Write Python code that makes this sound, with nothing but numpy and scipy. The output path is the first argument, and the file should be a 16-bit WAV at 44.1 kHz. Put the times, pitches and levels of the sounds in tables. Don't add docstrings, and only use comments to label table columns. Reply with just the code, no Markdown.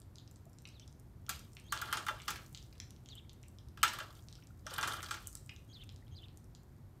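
import sys
import numpy as np
from scipy import signal
from scipy.fft import rfft, irfft
from scipy.io import wavfile
from scipy.ndimage import uniform_filter1d

SR = 44100
rng = np.random.default_rng(int(sys.argv[2]) if len(sys.argv) > 2 else 0)


def file_out(sig):
    cols = np.atleast_2d(sig).T
    lim = np.clip(cols, -1, 1)
    pcm = np.round(lim * 32767).astype(np.int16)
    wavfile.write(sys.argv[1], SR, pcm)


def gain_from_db(level_db):
    decades = np.asarray(level_db, float) / 20
    return 10 ** decades


N = 308700

# [t/s, peak level/dB, tick colour f/Hz, panel ring re peak/dB, bright spit re peak/dB]
THROWN_GOBS = [(1.293, -25.5, 3000, -8, 4), (1.3928, -40, 5840, -18, 0), (1.723, -27.5, 2430, 1.5, 5.5),
               (1.7638, -37.5, 2970, -8, -27), (1.8158, -35.5, 2800, 3, 7), (1.885, -45, 3380, 5, -16),
               (1.927, -24, 2020, -1, 0.5), (1.9713, -28, 3280, -5, -19), (2.0655, -35.5, 2430, 4.5, 2),
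               (2.084, -33, 3020, 10, 1), (2.098, -50, 2960, -9.5, -20), (2.2801, -27, 3140, -1.5, -3),
               (2.3044, -30.5, 3630, -6.5, 1), (2.3589, -35.5, 2230, -17, -4),
               (3.774, -44.5, 3120, -0.5, -1), (3.8303, -15, 1970, 0, 0), (3.8796, -24, 3120, -15, -23),
               (3.9342, -34, 3930, -2.5, -1), (3.9866, -34.5, 3000, -1.5, 0), (4.0023, -36, 3000, 0, -14)]
# [t/s, peak level/dB, tick colour f/Hz, panel ring re peak/dB, bright spit re peak/dB]
LAST_GOBS = [(4.666, -34.5, 4360, -5, -15), (4.7076, -38.5, 3200, -9.5, -5),
             (4.7376, -33.5, 5230, -9.5, -3), (4.7814, -35.5, 2120, 8.5, 8), (4.812, -26, 6380, -21, -19),
             (4.8289, -24, 3120, -2, -26), (4.8448, -36, 3080, 4, -14), (4.8748, -24, 5740, -7, -23),
             (4.9338, -33.5, 6600, -1.5, -13), (5.0289, -32.5, 4300, -9, -2), (5.0858, -38, 2800, -6.5, -9),
             (5.1092, -28, 3120, -2, -8), (5.1415, -34, 3140, -6.5, -12), (5.1696, -49.5, 2110, 6, -8)]


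def rms_one(x):
    return x / np.sqrt(np.mean(x ** 2) + 1e-20)


def at_hz(points, hz):
    point_hz, point_db = np.transpose(points)
    return np.interp(np.log(hz), np.log(point_hz), point_db)


def coloured(x, spectrum):
    hz = np.fft.rfftfreq(N, 1 / SR) + 1
    return rms_one(irfft(rfft(x) * gain_from_db(at_hz(spectrum, hz)), N))


def band(x, low_hz, high_hz):
    edges = np.clip([low_hz, high_hz], 20, .45 * SR)
    return signal.sosfilt(signal.butter(2, edges, "band", fs=SR, output="sos"), x)


def ring(clicks, hz, t60):
    decay = gain_from_db(-60 / (t60 * SR))
    turn = 2 * np.pi * hz / SR
    return signal.lfilter([0, np.sin(turn)], [1, -2 * decay * np.cos(turn), decay * decay], clicks + 1e-18)


def droplets(per_s, spread_db):
    sizes = gain_from_db(spread_db * np.minimum(rng.exponential(1, N), 5)) * rng.choice([-1, 1], N)
    return sizes * (rng.random(N) < per_s / SR)


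def burst(t60, rise_s):
    t = np.arange(2048) / SR
    snap = 1 + 1.4 * np.exp(-t / 0.0005)
    fade = gain_from_db(-60 * t / t60) * (1 - np.exp(-t / rise_s))
    return rng.standard_normal(len(t)) * snap * fade + 6.25 * (t == 0)


def impacts():
    # [t/s, peak level/dB, tick colour f/Hz]
    run_off_drips = [(0.2768, -42.5, 4360), (0.6539, -37, 3020), (0.7971, -38.5, 4420), (1.2653, -40.5, 4180),
                     (1.5686, -35.5, 2970), (1.6404, -61, 3080), (1.7756, -25, 3850), (2.2007, -38, 3200),
                     (2.219, -36.5, 4350), (2.5479, -30.5, 3800), (2.5748, -35, 4500), (2.7272, -44.5, 3260),
                     (2.754, -53, 2070), (3.436, -47, 2530), (2.801, -30, 4100), (2.9058, -45.5, 4140),
                     (2.9635, -47.5, 4100), (3.0595, -42.5, 4530), (3.088, -36.5, 3740), (3.2949, -40.5, 3870),
                     (3.586, -42, 3670), (4.2856, -36.5, 4300), (4.354, -39.5, 3960), (4.4248, -53, 2700),
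                     (5.0055, -34, 2360), (5.4935, -35.5, 2670), (5.5629, -40.5, 3760), (5.892, -39, 3450),
                     (6.0807, -51, 2740), (6.2843, -45.5, 3260),
                     (0.0181, -43.5, 5570), (0.1572, -38.5, 4800), (0.184, -37.5, 4700), (0.3594, -43, 5440),
                   (0.532, -49, 6840), (0.586, -42, 5700), (0.6739, -41, 6450), (0.6886, -40.5, 6000),
                   (0.8776, -43, 5970), (0.9268, -45, 6350), (1.5332, -46.5, 6060), (1.5988, -42, 5940),
                   (2.4646, -46, 6780), (2.627, -41, 4500), (2.7807, -47, 5630), (2.907, -38.5, 6960),
                   (3.4302, -42, 6200), (3.686, -48, 6350), (4.1529, -42.5, 6250), (4.2247, -49, 6450),
                   (4.299, -55, 6040), (4.3273, -36, 4800), (4.4714, -42, 5500), (4.5946, -52, 5850),
                   (5.0449, -32.5, 5370), (5.372, -38.5, 5500), (5.9615, -44, 5600), (6.3732, -37.5, 7140),
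                   (6.4433, -46.5, 6910), (6.55, -39.5, 4660)]
    # [t/s, peak level/dB]
    beads = [(0.0014, -43.5), (0.3124, -41), (0.455, -49), (0.496, -56), (0.621, -45), (0.998, -43),
             (1.5503, -44), (2.5282, -42.5), (3.154, -38.5), (3.3318, -44), (3.483, -44), (4.1279, -45),
             (5.272, -23), (5.3289, -34), (5.3531, -24), (5.4616, -43.5), (5.8377, -43.5), (5.924, -58.5),
             (6.2223, -52), (6.6336, -58)]
    bead_hz, bead_spit_db = 8520, 2
    ring_db = -34
    drips = [(*row, 0) for row in run_off_drips]
    drips += [(s, db, bead_hz, bead_spit_db) for s, db in beads]
    out = THROWN_GOBS + LAST_GOBS
    for s, db, hz, extra_db in drips:
        spit_db = -14.5 + extra_db - 1.6 * (db + 46.5)
        out = out + [(s, db, hz, ring_db, spit_db)]
    return out


def panel(patter_gain, gurgle_gain):
    # [f/Hz, level/dB, t60/s]
    panel_modes = [(346, -33.5, 0.3), (470, -38, .05), (624, -32, 0.058), (720, -29, 0.02), (817, -19, 0.3),
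                   (866, -11, 0.23), (884, -17, 0.3), (976, -22.5, 0.89), (1066, -12, 0.1),
                   (1176, -1.5, 0.063), (1248, -0.5, 0.055), (1331, -3.5, 0.15), (1320, -10.5, 0.033),
                   (1400, -1, 0.088), (1520, -8.5, 0.027), (1533, -6.5, 0.068), (1656, -5.5, 0.072),
                   (1617, -7, 0.12), (1830, -12, .08), (2025, -8, 0.035), (1970, -22, 0.18),
                   (2430, -17.5, 0.16), (2790, -19, 0.23), (2900, -19, .05), (3120, -5.5, .05),
                   (3140, -17, .05), (3486, -13.5, 0.13), (3780, -25, .06), (4300, -17, 0.036),
                   (4800, -26, 0.021)]
    hits = impacts()
    t = np.arange(3584) / SR
    slaps, patter = np.zeros(N + len(t)), np.zeros((2, N))

    hz, level_db, t60 = np.transpose(panel_modes)[:, :, None]
    luck = rng.standard_normal((len(hits), 3, len(panel_modes), 1))
    for (s, peak_db, _, ring_db, _), (lag, strength, detune) in zip(hits, luck):
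        since = np.maximum(t - np.abs(lag) * .0025, 0)
        wave = np.sin(2 * np.pi * hz * (1 + 0.0072 * detune) * since)
        modes = gain_from_db(level_db + 2.3 * strength - 60 * since / t60) * wave
        blow = (np.sign(lag) * modes).sum(axis=0)
        i = round(s * SR)
        slaps[i:i + len(t)] += gain_from_db(peak_db + ring_db + 2.5) * blow / np.abs(blow).max()
    slaps = band(slaps, 1100, 8600)

    clumps = gain_from_db(1.3 * rms_one(uniform_filter1d(rng.standard_normal(N), size=700)))
    for hz, level_db, t60 in panel_modes:
        struck = ring(clumps * droplets(per_s=2400.0, spread_db=1.5), hz, 0.3 * t60) / np.sqrt(t60)
        patter[int(hz < 750)] += gain_from_db(level_db) * struck
    high_patter, low_gurgle = rms_one(patter[0]), rms_one(patter[1])
    return slaps[:N] + patter_gain * high_patter + gain_from_db(-2.5) * gurgle_gain * low_gurgle


def sheets():
    rise_s, t60_s = .012, 0.33
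    t, starts = np.arange(SR // 2) / SR, np.zeros(N)
    for s, peak_db, _, ring_db, _ in THROWN_GOBS + LAST_GOBS:
        starts[round(s * SR)] = gain_from_db(peak_db + ring_db)
    spreading = (1 - np.exp(-t / rise_s)) * gain_from_db(-60 * t / t60_s)
    return signal.fftconvolve(starts, spreading)[:N]


def ticks():
    out, t = np.zeros(N + 4096), np.arange(2048) / SR
    for s, peak_db, hz, ring_db, bright_db in impacts():
        mass = np.clip((peak_db + 53) / 25, 0, 1) * np.clip((ring_db + 22.5) / 14, 0, 1)
        tick = band(burst(0.0056 + 0.096 * mass, .0001), hz / 1.48, hz * 1.54 + 3500 * mass)
        tick = band(tick, hz / 2.4, 15000)
        spit = band(burst(.006 + 0.045 * mass, .0001), 7000, 14230)
        bubble = np.sin(2 * np.pi * hz * (t + 40 * t * t)) * gain_from_db(-60 * t * hz / 20 - 14)
        sound = tick / np.abs(tick).max() + gain_from_db(bright_db) * spit / np.abs(spit).max() + bubble

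        landings = rng.standard_normal(len(t)) * (rng.random(len(t)) < .004) * gain_from_db(-60 * t / 0.06)
        satellites = np.convolve(landings, sound[:256])[:len(t)]
        i = round(s * SR)
        out[i:i + len(t)] += gain_from_db(peak_db - 2.5) * (sound + gain_from_db(-6.5) * satellites)
    return out[:N]


def pour_gains():
    # [t/s, level/dB]
    pours = [
        [(1.28, -62), (1.32, -54), (1.44, -73), (1.5, -68)],
        [(1.71, -57), (1.774, -51.5), (1.896, -48.5), (1.946, -47.5), (2.06, -58.5)],
        [(2.06, -61), (2.186, -58.5), (2.27, -64)],
        [(2.27, -45), (2.316, -54), (2.5, -73)],
        [(3.76, -75), (3.816, -70), (3.956, -56), (4.144, -66), (4.22, -70)],
        [(4.64, -73), (4.718, -51), (4.838, -46), (4.93, -47.5), (5.02, -52)],
        [(5.02, -47), (5.208, -70.5), (5.3, -65)],
    ]
    t, out = np.arange(N) / SR, np.zeros((3, N))
    usual_db = -55
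    layers = [(-4.5, 1.3, 0),
              (-7, 0.8, 0),
              (-12, .7, .02)]
    for rows in pours:
        s, db = np.transpose(rows)
        fade = np.clip(np.minimum(t - s[0], s[-1] - t) / .02, 0, 1)
        for k, (level, follows, lag) in enumerate(layers):
            swing_db = np.interp(t - lag, s, db) - usual_db
            out[k] += fade * gain_from_db(level + usual_db + follows * swing_db)
    return out


def fizz(per_s, cycles, spread_db, low_hz):
    # [f/Hz, level per Hz/dB]
    spray_colour = [(1180, -20.5), (2000, -6.5), (2550, -31), (3060, 1.5), (4770, -5.5), (6090, -11),
                    (13200, -9), (16000, -46.5)]
    grains, dealt = droplets(per_s, spread_db), rng.integers(0, 20, N)
    out = np.zeros(N)
    for k, hz in enumerate(np.geomspace(low_hz, 15500, 20)):
        level = gain_from_db(at_hz(spray_colour, hz)) * np.sqrt(hz)
        out += level * ring(grains * (dealt == k), hz, cycles / hz)
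    return rms_one(out)


def spray(gain):
    drain_s, dry_db, wet_db = 0.23, -84, -24.5
    keep = np.exp(-1 / (drain_s * SR))
    run_off = signal.lfilter([1 - keep], [1, -keep], gain)
    trickle = gain_from_db(dry_db) + gain_from_db(wet_db) * run_off * 10
    gobs = gain_from_db(5.8 * rms_one(uniform_filter1d(rng.standard_normal(N), size=500)))
    poured = gobs * fizz(per_s=3500.0, cycles=52.0, spread_db=2.0, low_hz=2200)
    return gain * poured + trickle * fizz(per_s=1700.0, cycles=7, spread_db=4., low_hz=6500)


def plinks():
    # [t/s, peak level/dB, f/Hz]
    bubbles = [(.465, -56, 650), (3.248, -61, 2200), (3.817, -46, 2900), (4.386, -57, 1390),
               (4.424, -59, 2790), (4.437, -47, 5400), (4.505, -56, 1360), (4.662, -46, 600),
               (4.715, -47, 522), (1.305, -48, 714), (2.11, -44, 597), (2.14, -48, 593), (3.95, -58, 620),
               (4.01, -47, 600), (4.09, -56, 596), (4.84, -39, 925), (6.024, -57, 1880),
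               (6.069, -56.5, 3120), (5.53, -86, 2080), (1.284, -45, 1330)]
    out, t = np.zeros(N), np.arange(2048) / SR
    for s, peak_db, hz in bubbles:
        i = round(s * SR)
        swell = np.clip(t / 0.0014, 0, 1) * gain_from_db(-60 * t * hz / 45)
        out[i:i + len(t)] += gain_from_db(peak_db) * swell * np.sin(2 * np.pi * hz * (t + hz / 400 * t * t))
    return out


def sparrow():
    # [t/s, f/Hz, level/dB]
    phrase = [
        (0, 5200, 4),
        (.008, 4300, 5),
        (.031, 3300, 7.5),
        (.041, 3586, 2),
        (.048, 2710, -12),
        (.055, 3126, 1),
        (.072, 2980, 8),
        (0.081, 3774, 7.5),
        (0.097, 2610, 3),
    ]
    # [t of top/s, level/dB, time stretch/ratio, height of the leap/ratio, lead-in level/dB]
    chirps = [
        (.746, -72, 1.06, .55, -3),
        (1.705, -64, 1.4, 0.72, -2),
        (3.101, -62.5, 1.01, 0.62, -14),
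        (5.74, -62, .99, 1.0, -2),
        (6.163, -64, 0.99, 1, -2.5),
    ]
    lead_s, lead_hz, lead_level_db, leap_s = 0.036, 3200, -16, .018
    octave_db, octave_fade_s = -5, 0.02
    out = np.zeros(N)
    s, hz, db = np.transpose([(-leap_s, lead_hz, 0)] + phrase)
    for top, level_db, stretch, swing, lead_db in chirps:
        start = top + (s[0] - lead_s) * stretch
        i = np.arange(round(start * SR), round((top + s[-1] * stretch) * SR))
        t = (i / SR - top) / stretch
        glide = uniform_filter1d(np.interp(t, s, hz), size=100)
        glide = glide + (swing - 1) * (glide - 3700).clip(0)
        wobble = rms_one(uniform_filter1d(rng.standard_normal(len(i)), size=220))
        flutter = rms_one(uniform_filter1d(rng.standard_normal(len(i)), size=70))
        phase = 2 * np.pi * np.cumsum(glide * (1 + 0.0198 * wobble)) / SR
        octave = gain_from_db(octave_db - np.clip(60 * (t - s[0]) / octave_fade_s, 0, 28))
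        voice = np.sin(phase) + octave * np.sin(2 * phase)
        lead = lead_level_db * ((s[0] - t).clip(0) / 0.044) ** 2 + lead_db * np.clip(-t / .006, 0, 1)
        out[i] += gain_from_db(level_db + np.interp(t, s, db) + lead + 3.6 * flutter) * voice
    return out + gain_from_db(-9.0) * np.roll(out, round(0.0076 * SR))


def echoes(x, t60, level_db, dull):
    t = np.arange(round(.4 * SR)) / SR
    tail = rng.standard_normal(len(t)) * gain_from_db(-60 * t / t60) * np.clip(t / 0.0032, 0, 1)
    tail = signal.lfilter([1 - dull], [1, -np.clip(dull, 0, .9)], tail / np.linalg.norm(tail))
    return x + gain_from_db(level_db) * signal.fftconvolve(x, tail)[:N]


def yard():
    # [f/Hz, level per Hz/dB]
    yard_colour = [(18, -39), (32, -7), (59, 0.5), (121, 0.5), (170, -12), (355, -21), (461, -29),
                   (800, -33), (1900, -42.5), (2800, -49.5), (4500, -50), (8000, -54.5), (12000, -48),
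                   (16000, -61)]
    noise = gain_from_db(-55 + 6) * coloured(rng.standard_normal(N), yard_colour)
    low = signal.sosfilt(signal.butter(1, 300, fs=SR, output="sos"), noise)
    swell = rms_one(uniform_filter1d(rng.standard_normal(N), size=20000))
    traffic_gain = gain_from_db(-8 + 1.55 * swell)
    return noise + low * (traffic_gain - 1)


def scene():
    panel_gain, spray_gain, gurgle_gain = pour_gains()
    sheet = sheets()
    wet = panel(panel_gain + gain_from_db(-24.5) * sheet, gurgle_gain + gain_from_db(-31) * sheet)
    roof = echoes(wet + spray(spray_gain), t60=0.31, level_db=-6.5, dull=0.92)
    drips = echoes(ticks(), t60=0.34, level_db=2.9, dull=0.74)
    bird = echoes(sparrow(), t60=0.41, level_db=-11, dull=0.3)
    return (roof + drips + plinks() + bird + yard())[None]


def roll_off(x):
    return signal.sosfilt(signal.butter(12, 16620, fs=SR, output="sos"), x)


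def record(dry):
    notch = signal.iirnotch(10500, 6, fs=SR)
    x = dry + .5 * (signal.lfilter(*notch, dry) - dry)
    x = signal.sosfilt(signal.cheby2(12, 50, 16300, fs=SR, output="sos"), x)
    x = signal.sosfilt(signal.butter(4, 33, "high", fs=SR, output="sos"), x)
    return roll_off(x)


dry = scene()
out = record(dry)
file_out(out)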